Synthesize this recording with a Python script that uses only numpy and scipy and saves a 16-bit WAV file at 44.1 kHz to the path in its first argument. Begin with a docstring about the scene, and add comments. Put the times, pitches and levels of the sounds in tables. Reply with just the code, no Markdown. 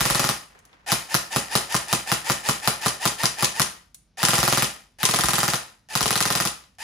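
"""Airsoft rifle in a small shop

The end of a full-auto burst, a run of quick single shots, three more bursts and a last wind-up.
Motor and gears wind the spring with a gritty whine, the piston slams home and air puffs from the muzzle;
some 20 ms later each pellet smacks a target in filtered noise and rings it. Struck parts are damped modes.
Soft clicks and rustle come from the hands. Dense echoes, faint ventilation and mains hum fill the shop."""
import sys
import numpy as np
from scipy import signal
from scipy.fft import rfft, irfft, next_fast_len
from scipy.io import wavfile
from scipy.ndimage import uniform_filter1d

SR = 44100
rng = np.random.default_rng(int(sys.argv[2]) if len(sys.argv) > 2 else 0)


def log_audio(samples):
    """Write samples as a 16-bit WAV file to the path given in sys.argv[1]."""
    # one column per channel
    frames = np.atleast_2d(samples).T
    # limit to full scale, then quantise
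    limited = np.clip(frames, -1, 1)
    pcm = np.round(limited * 32767).astype(np.int16)
    wavfile.write(sys.argv[1], SR, pcm)


N = 301203
TIME = np.arange(N) / SR


def amp(db):
    """Turns decibels into a linear gain."""
    return 10 ** (np.asarray(db) / 20)


def unit(x):
    """Scales to rms 1."""
    return x / np.sqrt(np.mean(x ** 2) + 1e-20)


def read(points, hz):
    """Joins the points of a curve on a log-frequency axis."""
    f, value = np.transpose(points)
    return np.interp(np.log(hz + 1), np.log(f + 1), value)


def shape(x, gain):
    """Filters by a gain given as a function of Hz."""
    size = next_fast_len(x.shape[-1] + 4096)
    spectrum = rfft(x, size) * gain(np.fft.rfftfreq(size, 1 / SR))
    return irfft(spectrum, size)[..., :x.shape[-1]]


def noise(spectrum, channels=1):
    """Noise of rms 1 with the given spectrum."""
    white = rng.standard_normal((channels, N))
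    return unit(shape(white, lambda hz: amp(read(spectrum, hz))))


def wander(smooth_samples):
    """Slow random curve of rms 1."""
    return unit(uniform_filter1d(rng.standard_normal(N), size=smooth_samples))


def blows(times, sizes):
    """One impulse for each time that falls inside the scene."""
    at = np.round(np.asarray(times) * SR).astype(int)
    return np.bincount(np.maximum(at, 0), sizes * (at >= 0), 2 * N)[:N]


def through(x, response):
    """Convolves and keeps the length of the scene."""
    return signal.fftconvolve(np.atleast_2d(x), np.atleast_2d(response), axes=1)[:, :N]


def ring(modes):
    """Damped modes answering one blow."""
    t = TIME[:SR // 3]
    return sum(amp(db - 60 * t / t60) * np.cos(2 * np.pi * hz * t) for hz, db, t60 in modes)


def spread(mid, side, apart):
    """Makes left and right from a shared part and a part of opposite sign."""
    return np.array([mid + apart * side, mid - apart * side])


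def burst(hits, spectrum, decay_s, apart=0.92):
    """Each hit frees a puff of noise that dies quickly and differs between the channels."""
    mid, side = noise(spectrum, channels=2)
    envelope = through(hits, np.exp(-TIME[:SR // 8] / decay_s))
    return envelope * spread(mid, side, apart)


# spectrum of the ventilation: (frequency [Hz], relative level [dB])
VENTILATION = [(15, -30), (25, -15), (45, -9), (66, -10), (93, -12.5), (191, -13.5), (354, -28.5),
               (2240, -38), (5880, -38), (8100, -58), (8780, -45), (15000, -69)]


def background():
    """Faint ventilation as shaped noise, partly shared by the channels, and a steady mains hum."""
    air = noise(VENTILATION, channels=3)
    hum = np.sin(2 * np.pi * 50 * TIME)
    return amp(-64.5) * (air[2] + .5 * air[:2]) + amp(-67.5) * hum


SETTLE = .13  # share of the motor's slowness that is left after each cycle
FIRST_SLAM_DB, FIRST_PUSH_DB = 2.5, 3.0  # the first shot of a burst is stronger by this much
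PELLET_FADE_DB = -.5  # per shot, as the aim wanders in a burst
SLAM_SCATTER_DB, PELLET_SCATTER_DB = 0.67, 1.5  # chance from shot to shot in a burst


def full_auto(first, last, cycle_s, lag_s, slam_db, push_db, first_pellet_db, pellet_db):
    """Shots of one burst: the cycle settles to a steady rate, and the last shot has its own time."""
    k = np.arange(round((last - first) / cycle_s) + 1)
    steady = first + k * cycle_s + lag_s * (1 - SETTLE ** k)
    s = np.append(steady[:-1], last)
    chance = rng.standard_normal((len(k), 2))
    slam = slam_db + FIRST_SLAM_DB * (k == 0) + SLAM_SCATTER_DB * chance[:, 0]
    push = push_db + FIRST_PUSH_DB * (k == 0)
    later_pellets = pellet_db + PELLET_FADE_DB * k + PELLET_SCATTER_DB * chance[:, 1]
    pellet = np.where(k == 0, first_pellet_db, later_pellets)
    return np.transpose([s, slam, push, pellet])


WIND_UP_S = .057  # from the trigger to a single shot
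SINGLE_PUSH_DB = 4  # muzzle push of a single shot
# single shots, one trigger pull each; the last shot falls after the end, so only its wind-up is heard:
# (time [s], piston slam [dB], pellet impact [dB], gearbox [dB]), all levels relative
SINGLE_SHOTS = [(.9195, -13.5, -29.5, 2.5), (1.1441, -11.5, -26, -2), (1.362, -16.5, -30, 0),
                (1.5539, -13.5, -26.5, 0), (1.745, -16, -23.5, -0.5), (1.929, -13.5, -28, -.5),
                (2.1176, -14.5, -27, 0), (2.299, -17.5, -24.5, 1), (2.4889, -14.5, -27, 0.5),
                (2.6758, -13, -33, 0), (2.8611, -16.5, -24, 0), (3.0551, -15, -22.5, 1),
                (3.2353, -18, -18.5, 0.5), (3.4257, -17.5, -17.5, 0), (3.5974, -15, -20, -1.5),
                (6.842, -24, -25, -5.5)]
# full-auto bursts, the first already running at the start: (first shot [s], last shot [s], cycle [s],
# time lost gathering speed [s], wind-up [s], piston slam [dB], muzzle push [dB], first pellet [dB],
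# later pellets [dB], gearbox [dB]), all levels relative
AUTO_BURSTS = [(-.0393, 0.291, 0.047, 0, 0.055, -17, 0.5, -25, -30.5, -1.5),
               (4.2311, 4.6238, 0.048, .0077, .059, -16.5, 1, -17.5, -23.5, -0.5),
               (5.032, 5.536, .04869, .0107, .046, -18.5, -1.1, -16, -23.5, -4),
               (5.9538, 6.453, .04912, .0064, 0.066, -18.5, -1.5, -25.5, -21.5, -6.5)]


def firing():
    """All shots (s, slam dB, push dB, pellet dB) and trigger pulls (s, last shot s, gearbox dB), in order."""
    shots = [(s, slam, SINGLE_PUSH_DB, pellet) for s, slam, pellet, _ in SINGLE_SHOTS]
    pulls = [(s - WIND_UP_S, s, gears) for s, _, _, gears in SINGLE_SHOTS]
    for first, last, cycle_s, lag_s, wind_up_s, *levels, gears in AUTO_BURSTS:
        shots += map(tuple, full_auto(first, last, cycle_s, lag_s, *levels))
        pulls.append((first - wind_up_s, last, gears))
    return np.array(sorted(shots)), np.array(sorted(pulls))


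SAG, TENSION_S = .17, .016  # share of speed lost as the spring tightens, and how long before the shot
# shots on which the motor labours hardest against the spring: (time [s], further share of speed lost [0-1])
HARD_PULLS = [(.9195, .35), (5.9536, .34)]


def motor(shots, pulls, spin_up_s=0.034, overrun_s=0.0052, coast_s=0.058, start_slow=.48,
          sing_s=0.031, sing_width_s=0.018):
    """Level, speed and load: the motor spins up, labours against the spring and fades after the last shot."""
    shot_s = shots[:, 0]
    coming = np.append(shot_s, 2 * TIME[-1])[np.searchsorted(shot_s, TIME)]
    tension = np.exp((TIME - coming) / TENSION_S)  # the spring is tightest just before each shot
    sag = SAG + sum(lost * (abs(coming - s) < spin_up_s) for s, lost in HARD_PULLS)
    pull = np.maximum(np.searchsorted(pulls[:, 0], TIME) - 1, 0)
    start, last, db = pulls[pull].T
    age = np.maximum(TIME - start, 0)
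    slow = np.exp(-age / spin_up_s)
    coast = np.exp(-np.maximum(TIME - last - overrun_s, 0) / coast_s)
    level = amp(db) * (1 - 0.95 * slow) * coast
    speed = (1 - start_slow * slow) * (1 - sag * tension)
    straining = np.exp(-((age - sing_s) / sing_width_s) ** 2)  # the teeth sing loudest gathering speed
    return level, speed, straining


# spectrum of the gears and the trigger: (frequency [Hz], relative level [dB])
GEAR_SPECTRUM = [(100, -29.5), (300, -16.5), (650, -6.5), (1200, -2), (2500, 1.5), (5000, -1.5), (8500, 3),
                 (13000, -3.5), (16000, -22.5)]
# whine of the meshing teeth, one entry for each multiple of the mesh rate: (relative level [dB])
WHINE_HARMONICS = [-39, -39, -38, -43.5, -41]
# the housing jolted as the motor starts: (frequency [Hz], relative level [dB], t60 [s])
START_JOLT = [(764, -40, 0.082), (1790, -38.5, 0.11), (2950, -51, .05)]
# resonances of the gearbox housing: (frequency [Hz], width [Hz], level over the direct sound [dB])
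HOUSING_MODES = [(764, 390, 7), (1840, 210, 6), (2460, 160, 0), (2954, 91, 1), (3630, 82, -9),
                 (4940, 310, 3)]


def gearbox(shots, pulls, mesh_hz=1160):
    """Trigger click, motor kick, and teeth that whine, rasp and clatter through the housing's resonances."""
    level, speed, straining = motor(shots, pulls)
    pull_s, _, pull_db = pulls.T
    trigger = amp(-43.0) * burst(blows(pull_s, 0.89), GEAR_SPECTRUM, decay_s=0.0014)
    kick = through(blows(pull_s + 0.0021, amp(pull_db)), ring(START_JOLT))

    wavering_hz = mesh_hz * speed * (1 + .028 * wander(120))
    mesh = 2 * np.pi * np.cumsum(wavering_hz) / SR
    whine = sum(amp(db) * np.sin(k * mesh) for k, db in enumerate(WHINE_HARMONICS, 1))

    grit = amp(2.3 * wander(40))
    rasp_envelope = unit(grit * (1 + .5 * np.cos(mesh)))  # the rasp pulses with each tooth
    mid, side = amp(-29.5) * noise(GEAR_SPECTRUM, channels=2) * rasp_envelope
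    rasp = spread(mid, side, .5)

    ticks = rng.standard_normal(N) * (rng.random(N) < 400 / SR)  # about 400 a second
    clatter = amp(-29) * burst(ticks, GEAR_SPECTRUM, decay_s=.0008)

    drive = (rasp + clatter + whine * (.08 + straining)) * level + trigger

    def housing(hz):
        return 1 + sum(amp(db) / (1 + 2j * (hz - f) / width) for f, width, db in HOUSING_MODES)
    return kick + shape(drive, housing)


# soft low bumps during the bursts, each starting 15 ms ahead of its time: (time [s], relative level [dB])
BASS_BUMPS = [(0.021, -28), (.115, -29), (4.399, -29.5), (5.254, -28), (6.04, -33)]


def bumps(bump_hz=55, decay_s=0.017):
    """A few heavily damped bass cycles that swell in softly."""
    s, db = np.transpose(BASS_BUMPS)
    t = TIME[:SR // 4]
    envelope = 2 * (1 - np.exp(-t / 0.0088)) * np.exp(-t / decay_s)
    return through(blows(s - .015, amp(db)), envelope * np.sin(2 * np.pi * bump_hz * t))


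REBOUND_DB = -3.5  # rattle of the rebounding piston
AUTO_REBOUND_DB = 1.5  # how much harder it is with the gears still driving
# spectrum of the piston's crack: (frequency [Hz], relative level [dB])
CRACK_SPECTRUM = [(200, -18), (800, 3), (2000, -6), (4500, -1), (7000, -4.5), (10000, -1.5), (13000, -1.5),
                  (16000, -15)]
# the receiver struck by the piston: (frequency [Hz], level at an average slam [dB], t60 [s])
RECEIVER_MODES = [(779, -14.5, 0.0077), (1264, -15.5, 0.019), (1804, -29.5, 0.019), (3130, -28, 0.0025),
                  (3814, -30.5, 0.03), (4760, -20, 0.0067)]


def piston(shots):
    """The piston hits the cylinder head with a sharp tick, rings the receiver and rattles as it rebounds."""
    s, db, _, _ = shots.T
    running = np.diff(s, prepend=-1) < .1  # a shot came just before
    slams = blows(s, amp(db))
    tick = amp(2.0) * shape(slams, lambda hz: amp(read(CRACK_SPECTRUM, hz)) / (1 + 1j * hz / 14000))
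    crack = amp(7.0) * burst(blows(s - .0003, amp(db)), CRACK_SPECTRUM, decay_s=0.00063)
    rebound_db = db + REBOUND_DB + AUTO_REBOUND_DB * running
    rebound = burst(blows(s + .0047, amp(rebound_db)), CRACK_SPECTRUM, decay_s=0.0063)
    # the ring varies half as much, in dB, as the slam
    body = through(blows(s, amp((db - db.mean()) / 2)), ring(RECEIVER_MODES))
    return tick + crack + rebound + body


HOOT_FOLLOWS, HOOT_DB = 0.83, 0.5  # share of the push (in dB) by which the hoot grows, and its added level
# air in the barrel and suppressor: (frequency [Hz], relative level [dB], t60 [s])
BARREL_MODES = [(343.7, -25, 0.041), (446, -33.5, 0.093), (546, -31.5, 0.067), (836, -25.5, .03),
                (1046, -18.5, 0.021), (1172, -18, 0.013), (1322, -26.5, 0.025)]


def muzzle(shots, delay_s=0.00494, thump_hz=155, thump_db=-24.0):
    """Air leaves the muzzle: the barrel hoots over one low push of pressure."""
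    s, _, db, _ = shots.T
    t = TIME[:SR // 3]
    hoot_blows = blows(s + delay_s, amp(HOOT_DB + HOOT_FOLLOWS * db))
    hoot = through(hoot_blows, ring(BARREL_MODES) * (1 - np.exp(-t / 0.00033)))
    swing = np.cos(2 * np.pi * thump_hz * (t - .0082)) * np.exp(-((t - .0085) / .0048) ** 2)
    push = through(blows(s, amp(db)), amp(thump_db) * swing)
    return hoot + push


# low standing waves of the shop: (frequency [Hz], relative level [dB], t60 [s])
STANDING_WAVES = [(60.5, -46, 0.38), (80, -50.5, 0.18), (125.8, -34.5, 0.18), (140.1, -34, 0.1),
                  (204, -37, 0.13)]


def shop_boom(shots):
    """The muzzle's low push wakes the standing waves of the shop, which build up and die away."""
    s, _, db, _ = shots.T
    build = 1 - np.exp(-TIME[:SR // 3] / 0.007)
    return through(blows(s + .0082, amp(db)), ring(STANDING_WAVES) * build)


# spectrum of the pellet's smack: (frequency [Hz], relative level [dB])
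SMACK_SPECTRUM = [(200, -27.5), (700, -10), (1400, -7.5), (2200, -4), (3100, -2), (4000, -2.5), (5200, 1),
                  (7000, -2), (10000, -1.5), (13000, -7), (16000, -24)]
# the target rung by a pellet: (frequency [Hz], relative level [dB], t60 [s])
TARGET_MODES = [(440, -19, 0.045), (1020, -16, 0.075), (3100, -14.5, .025)]


def pellets(shots, flight_s=0.02, scatter_s=0.00046, echo_s=.008):
    """Each pellet smacks the target and rings it briefly; one early echo follows 8 ms later."""
    s, _, _, db = shots.T
    lands = s + flight_s + scatter_s * rng.standard_normal(len(s))
    hits = blows(lands, amp(db + 6)) + blows(lands + echo_s, amp(db - 1.5))
    smack = burst(hits, SMACK_SPECTRUM, decay_s=0.0041, apart=0.99)
    return smack + through(hits, ring(TARGET_MODES))


# decay of the echoes: (frequency [Hz], t60 [s])
ECHO_DECAY = [(80, 0.5), (210, 0.31), (560, 0.39), (1470, 0.38), (3880, 0.36), (10200, 0.29), (15000, 0.36)]
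# spectrum of the echoes: (frequency [Hz], relative level [dB])
ECHO_SPECTRUM = [(50, -17), (130, -11.5), (300, -2.5), (700, -8), (1300, -6.5), (2500, -5), (5000, -7.5),
                 (9000, -1.5), (13000, -9), (16000, -25)]


def shop(x, gap_s=0.002, build_s=0.00057):
    """Dense echoes off crowded shelves, each band dying at its own speed."""
    t = TIME[:SR * 2 // 3]
    taps = rng.standard_normal((3, len(t))) * (rng.random((3, len(t))) < 5000 / SR)
    build = 1 - np.exp(-np.maximum(t - gap_s, 0) / build_s)
    taps = (taps[:2] + 0.79 * taps[2]) * build  # the third set is shared by both channels
    hz, age, z = signal.stft(taps, SR, nperseg=256)
    decay = amp(-60 * age / read(ECHO_DECAY, hz)[:, None])
    tail = signal.istft(z * decay, SR, nperseg=256)[1]
    tail = tail / np.linalg.norm(tail, axis=1, keepdims=True)
    return through(x, shape(tail, lambda hz: amp(read(ECHO_SPECTRUM, hz))))


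# sleeve and sling shifting: (time [s], level before the folds [dB])
RUSTLE_LEVEL = [(.48, -79), (0.559, -54), (.62, -65), (0.691, -61), (.74, -56.5), (.8, -64), (0.862, -63.5)]
# spectrum of the cloth: (frequency [Hz], relative level [dB])
RUSTLE_SPECTRUM = [(150, -3), (500, -3.5), (1000, -1.5), (2000, -4), (3700, -14), (6000, -19.5),
                   (14000, -30)]


def rustle():
    """Faint rub of sleeve and sling: soft noise whose level wavers as the cloth folds."""
    s, db = np.transpose(RUSTLE_LEVEL)
    folds = amp(3.5 * wander(600))
    level = np.interp(TIME, s, amp(db), 0, 0)
    return noise(RUSTLE_SPECTRUM, channels=2) * folds * level


# small clicks of the fire selector and the grip: (time [s], relative level [dB], centre [Hz])
HAND_CLICKS = [(.5896, -51.5, 8400), (.6524, -49, 9200), (0.7294, -52, 2800), (3.945, -36.5, 8940),
               (6.6383, -51, 4010), (6.75, -65, 7030)]


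def hand_clicks():
    """Little clicks from the selector and the grip: short puffs of noise peaking at their own pitch."""
    return sum(burst(blows([s], amp(db)), [(hz / 8, -20), (hz, 0), (4 * hz, -28)], decay_s=0.0057)
               for s, db, hz in HAND_CLICKS)


def scene():
    """The rifle, its pellets and the hands on it, with the echoes and the air of the shop."""
    shots, pulls = firing()
    slam, puff, boom, smack = piston(shots), muzzle(shots), shop_boom(shots), pellets(shots)
    gears, hands = gearbox(shots, pulls), hand_clicks() + rustle()
    sent = amp(4.0) * slam + amp(-0.5) * puff + amp(1.0) * smack + amp(-14.0) * gears + amp(-1.5) * hands
    sway = 2 * np.pi * .9 * TIME  # the rifle moves, so the pattern of echoes drifts
    echoes = shop(sent * np.cos(sway)) + shop(sent * np.sin(sway))
    return slam + puff + boom + smack + gears + hands + bumps() + echoes + background()


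EDGE_HZ = 16200  # upper band limit
# balance of the channels: (frequency [Hz], left over right [dB])
LEFT_OVER_RIGHT = [(150, -0.5), (800, -1.5), (1500, 0.5), (3000, 2), (5500, 4.5), (7500, -0.5)]
# in the treble the two channels twist apart in phase: (frequency [Hz], lead of the right channel [turns])
PHASE_TWIST = [(6700, 0), (7700, .27), (9000, .68), (9650, .97), (10500, 1.03), (11700, 1.45),
               (12600, 1.56), (13500, 1.96), (14600, 2.06), (15500, 2.48)]


def record(dry):
    """Bass roll-off; the channels draw together and twist in phase in the treble; then the band limit."""
    dry = signal.sosfilt(signal.butter(2, 38, "highpass", fs=SR, output="sos"), dry)
    mid = dry.mean(0)
    width = [(200, -6.0), (1000, 1.5), (6500, -2), (9000, -9.5)]  # (frequency [Hz], side gain [dB])
    side = shape((dry[0] - dry[1]) / 2, lambda hz: amp(read(width, hz)))

    def lean(hz, sign):  # each channel takes half of the balance and half of the twist
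        return amp(sign * read(LEFT_OVER_RIGHT, hz) / 2) * np.exp(-1j * sign * np.pi * read(PHASE_TWIST, hz))
    left = shape(mid + side, lambda hz: lean(hz, 1))
    right = shape(mid - side, lambda hz: lean(hz, -1))
    low_pass = signal.firwin(511, EDGE_HZ, window=("kaiser", 9), fs=SR)
    return signal.oaconvolve(np.clip([left, right], -1, 1), low_pass[None], "same")


dry = scene()
out = record(dry)
log_audio(out)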